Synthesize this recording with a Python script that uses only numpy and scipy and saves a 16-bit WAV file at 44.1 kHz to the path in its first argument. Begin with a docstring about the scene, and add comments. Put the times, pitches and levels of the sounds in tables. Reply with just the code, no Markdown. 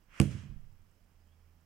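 """On a garden lawn, a sledgehammer swishes down onto a large tyre lying in the grass.
Steel hits rubber with a hard slap and a softer second one, and the tyre rings with a deep thud.
Fence and trees throw the blow back; the tyre hops, settles and wobbles.
Behind it are quiet air, a faint low hum, tiny high ticks and two chirps from a far bird."""
import sys
import numpy as np
from scipy import signal
from scipy.io import wavfile

SR = 44100
rng = np.random.default_rng(int(sys.argv[2]) if len(sys.argv) > 2 else 0)


def wrap_up_sound(samples):
    """Save the sound to the file named by the first command line argument, as 16-bit audio."""
    columns = np.atleast_2d(samples).T
    # keep every value between -1 and 1, then stretch to whole-number steps
    tamed = np.clip(columns, -1, 1)
    steps = np.round(tamed * 32767).astype(np.int16)
    wavfile.write(sys.argv[1], SR, steps)


N = 72765
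T = np.arange(N) / SR

# A fade is the time a sound takes to drop 60 dB. Pan is left minus right: below 0 leans right.
# garden air: (pitch [Hz], band level [dB])
AIR_BANDS = [(30, -67.5), (50, -83.5), (90, -83), (170, -76.5), (300, -85), (600, -85.5), (1300, -84),
             (3100, -86), (3900, -94), (5200, -85), (7000, -89), (11000, -89), (15000, -83.5)]
# how noise spreads between the ears: (pitch [Hz], pan [dB], likeness of left and right [0 to 1])
STEREO_SPREAD = [(40, -7, 1), (150, -14, 0.79), (500, -13.5, 0.84), (2020, -8, 0.14), (4000, -9.5, 0.5),
                 (8200, 8, 0.019), (14100, -1.5, 0.32)]
# distant hum: (time [s], pitch [Hz], level [dB])
HUM_PATH = [(0, 88.53, -76), (.75, 86.67, -67.5), (0.999, 85.16, -72.5), (1.2, 82.27, -65.5),
            (1.48, 82.1, -63.5), (1.65, 82.4, -70)]
# air rushing past the hammer: (pitch [Hz], band level at the blow [dB])
SWISH_BANDS = [(300, -73.5), (800, -72), (1300, -56), (2000, -56.5), (2900, -55.5), (3900, -75),
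               (5300, -65), (9000, -69), (15000, -84.5)]
# the hammer meets the rubber: (time [s], ring level [dB], treble boost [dB per octave], grit level [dB])
SLAP_HITS = [(0.2001, 1, -0.5, -18), (0.2151, -16, 2.5, -20)]
# tones that ring in a slap: (pitch [Hz], level [dB], fade [s], pan [dB])
SLAP_TONES = [(696, -36.5, 0.033, -12), (800, -31, .02, -21), (1144, -28, 0.022, -16),
              (1800, -28, 0.0099, -8.5), (2390, -19.5, 0.0066, -14), (2736, -18.5, 0.0055, -8),
              (4720, -23, 0.005, -25), (5570, -31, 0.0058, 15.5), (8250, -14, 0.0035, 20),
              (9760, -29.5, 0.0066, 5), (11300, -25.5, 0.0025, 9)]
# ringing noise around the tyre: (pitch [Hz], band level [dB], fade [s])
TAIL_BANDS = [(35, -62.5, 0.33), (90, -38, 1), (149, -39, 1), (230, -39, .55), (350, -41.5, 0.41),
              (550, -47.5, 0.39), (800, -48, 0.17), (1200, -54.5, 0.3), (2970, -49.5, 0.51),
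              (3800, -62.5, 0.51), (4870, -56, 0.41), (8800, -51.5, 0.39), (14900, -67, 0.22)]
# sound scattered by leaves: (pitch [Hz], band level [dB])
LEAF_BANDS = [(200, -75.5), (450, -67.5), (800, -71.5), (1200, -62.5), (2000, -61.5), (3000, -58),
              (3900, -67.5), (5200, -60.5), (8000, -58), (11000, -68), (15000, -74.5)]
# groups of trees that scatter the blow: (delay [s], level [dB])
TREE_GROUPS = [(0.114, 0), (.185, -4)]
# tones of the tyre's body: (pitch [Hz], level [dB], fade [s], direction of first swing [+1 or -1])
TYRE_TONES = [(79.5, -19, 0.13, -1), (144.3, -14.5, .15, 1), (198.7, -20, 0.2, 1), (260, -31.5, .23, -1),
              (329, -22.5, 0.13, -1), (390.4, -33, .1, -1), (463.3, -34.5, 0.14, 1), (520, -36, 0.048, 1)]
# separate echoes from fence and trees: (delay [s], level [dB])
ECHO_RETURNS = [(0.054, -11.5), (0.091, -26), (0.1473, -15), (.52, -49.5), (.59, -47)]
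# the tyre drops back on the grass: (time [s], level [dB])
TYRE_LANDINGS = [(.434, -30.5), (.455, -30), (.492, -31), (0.521, -30), (.556, -35.5)]
# slow flexing of the tyre: (time [s], pitch [Hz], level [dB], fade [s])
TYRE_WOBBLES = [(.497, 44.1, -38.5, 0.35), (.556, 15.16, -41.5, 0.92)]
# a far bird: (time [s], length [s], first pitch [Hz], last pitch [Hz], level [dB])
BIRD_CHIRPS = [(1.193, 0.0595, 4650, 5170, -82), (1.242, 0.12, 2950, 3470, -81.5)]

HIT_S, SQUASH_S = .2003, .0012  # the rubber squashes briefly before the tyre rings
TYRE_PAN_DB, BACKGROUND_PAN_DB = -11.5, -9.5


def from_db(db):
    """Turn decibels into a number to multiply by."""
    return 10 ** (np.asarray(db) / 20)


def at_hz(rows, hz):
    """Read a table's other columns at one pitch, blending between rows."""
    pitches, *columns = np.transpose(rows)
    return [np.interp(np.log(hz), np.log(pitches), column) for column in columns]


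def pan(db):
    """Share a sound between left and right, keeping its total power."""
    gains = from_db([[db / 2], [-db / 2]])
    return gains / np.sqrt(np.mean(gains ** 2))


def lowpass(x, hz):
    """Dull a sound by turning down what lies above hz."""
    return signal.sosfilt(signal.butter(2, hz, fs=SR, output="sos"), x + 1e-18)


def decay(start, fade_s):
    """A level that jumps to 1 and dies away."""
    return (T >= start) * 1e3 ** (-np.maximum(T - start, 0) / fade_s)


def ring(start, hz, fade_s):
    """One fading tone of a struck object."""
    return decay(start, fade_s) * np.sin(2 * np.pi * hz * (T - start))


def spread_noise(gain_at, pan_db=None):
    """Stereo noise in quarter-octave bands; gain_at(hz) gives the strength per quarter octave."""
    out, edges = 0, 22 * 2 ** np.arange(0, 9.6, .25)
    white = rng.standard_normal((2, 2, N + SR // 2))
    for k, (low, high) in enumerate(zip(edges, edges[1:])):
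        band_filter = signal.butter(3, [low, high], "band", fs=SR, output="sos")
        band = signal.sosfilt(band_filter, white[k % 2])[:, -N:]
        mid, side = band / band.std(axis=1, keepdims=True)
        hz = np.sqrt(low * high)
        lean_db, alike = at_hz(STEREO_SPREAD, hz)
        pair = np.sqrt((1 + alike) / 2) * mid + np.sqrt((1 - alike) / 2) * side * [[1], [-1]]
        out = out + gain_at(hz) * np.sqrt(.5) * pair * pan(lean_db if pan_db is None else pan_db)
    return out


def garden_air():
    """The air makes a soft, steady hiss and rumble."""
    return spread_noise(lambda hz: from_db(at_hz(AIR_BANDS, hz)[0]), BACKGROUND_PAN_DB)


def distant_hum(octave_db=-23.5):
    """A low hum sinks a little in pitch as it swells."""
    times, hz, db = np.transpose(HUM_PATH)
    phase = 2 * np.pi * np.cumsum(np.interp(T, times, hz)) / SR
    tone = np.sin(phase) + from_db(octave_db) * np.sin(2 * phase)
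    return np.sqrt(2) * from_db(np.interp(T, times, db)) * tone * pan(BACKGROUND_PAN_DB)


def faint_ticks(per_second=8, level_db=-75.5, pitch_hz=7800, fade_s=.015):
    """Tiny bursts of high fizz come at random moments."""
    fizz = lowpass(rng.standard_normal(N), hz=900) * np.sin(2 * np.pi * pitch_hz * T)
    starts = rng.random(N) < per_second / SR
    bursts = signal.lfilter([1], [1, -from_db(-60 / (fade_s * SR))], starts + 1e-18)  # each start fades
    return from_db(level_db) * bursts * fizz / fizz.std() * pan(BACKGROUND_PAN_DB)


def hammer_swish(swing_s=.14, stop_s=.0015, steepness=1.44, steeper_per_hz=.00012):
    """Rushing air grows with the hammer's speed, the treble most steeply, and stops at the blow."""
    speed = np.clip(1 + (T - HIT_S) / swing_s, 0, 1)
    stop = np.exp(-np.maximum(T - HIT_S, 0) / stop_s)

    def gain_at(hz):
        return from_db(at_hz(SWISH_BANDS, hz)[0]) * speed ** (steepness + steeper_per_hz * hz) * stop
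    return spread_noise(gain_at)


def hammer_slaps(contact_s=.0006, pivot_hz=3000, grit_cut_hz=10500, cut_hz=14100):
    """Steel lands on rubber: short bright tones and a burst of grit build up during contact."""
    out = 0
    for start, ring_db, boost_db, grit_db in SLAP_HITS:
        contact = np.clip((T - start) / contact_s, 0, 1) ** .5
        tones = 0
        for hz, db, fade_s, pan_db in SLAP_TONES:
            gain = from_db(db + boost_db * np.log2(hz / pivot_hz))
            tones = tones + gain * ring(start, hz, fade_s) * pan(pan_db)
        hiss = lowpass(rng.standard_normal((2, N)), grit_cut_hz)
        grit = hiss * decay(start, fade_s=.0022) * pan(db=2.5)
        out = out + contact * (from_db(ring_db) * tones + from_db(grit_db) * grit)
    return lowpass(lowpass(out, cut_hz), cut_hz)


def ringing_tail():
    """A wash of noise hangs around the tyre after the blow; low pitches last longest."""
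    def gain_at(hz):
        db, fade_s = at_hz(TAIL_BANDS, hz)
        return from_db(db) * decay(HIT_S, fade_s)
    return spread_noise(gain_at)


def leaf_scatter(rise_s=.015, fade_s=.72, loss_db_per_s_khz=6.5):
    """Each group of trees sends back a soft blur of the blow; the longer the path, the less treble."""
    age = np.maximum(T - HIT_S, 0)
    power = 0
    for delay, db in TREE_GROUPS:
        rise = np.exp(-np.maximum(delay - age, 0) / rise_s)
        fall = from_db(-60 * np.maximum(age - delay, 0) / fade_s)
        power = power + (from_db(db) * rise * fall) ** 2
    swell = (T > HIT_S) * np.sqrt(power)

    def gain_at(hz):
        loss_db = loss_db_per_s_khz * age * hz / 1000
        return swell * from_db(at_hz(LEAF_BANDS, hz)[0] - loss_db)
    return spread_noise(gain_at)


def tyre_thud(start):
    """One push sets the tyre's body ringing with deep tones."""
    tones = sum(np.sign(way) * from_db(db) * ring(start, hz, fade_s) for hz, db, fade_s, way in TYRE_TONES)
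    return tones * pan(TYRE_PAN_DB)


def echoes(start, cut_hz=132):
    """Fence and trees return late, dull copies of the thud."""
    return lowpass(sum(from_db(db) * tyre_thud(start + delay) for delay, db in ECHO_RETURNS), cut_hz)


def landings(cut_hz=252):
    """The tyre drops back on the grass with small, muffled thuds."""
    thuds = sum(from_db(db) * tyre_thud(start) for start, db in TYRE_LANDINGS)
    return lowpass(lowpass(thuds, cut_hz), cut_hz)


def wobble():
    """The tyre flexes slowly after it lands."""
    return sum(from_db(db) * ring(start, hz, fade_s) for start, hz, db, fade_s in TYRE_WOBBLES) * pan(db=-24)


def far_bird(blur_hz=120):
    """A bird gives two rising chirps, blurred by a random flutter."""
    blur = lowpass(rng.standard_normal(N), blur_hz)
    chirps = 0
    for start, length, first_hz, last_hz, db in BIRD_CHIRPS:
        progress = np.clip((T - start) / length, 0, 1)
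        phase = 2 * np.pi * np.cumsum(first_hz + (last_hz - first_hz) * progress) / SR
        chirps = chirps + from_db(db) * np.sin(np.pi * progress) * np.sin(phase)
    return chirps * blur / blur.std() * pan(BACKGROUND_PAN_DB)


def scene():
    """Add up the hammer, the tyre, the returning sound and the quiet garden."""
    thud_s = HIT_S + SQUASH_S
    hammer = hammer_swish() + hammer_slaps()
    tyre = tyre_thud(thud_s) + landings() + wobble()
    returning = ringing_tail() + leaf_scatter() + echoes(thud_s)
    garden = garden_air() + distant_hum() + far_bird() + faint_ticks()
    return hammer + tyre + returning + garden


def record(dry, cut_hz=16000):
    """Cut away the very highest treble."""
    return signal.sosfilt(signal.ellip(10, .1, 80, cut_hz, fs=SR, output="sos"), dry)


dry = scene()
out = record(dry)
wrap_up_sound(out)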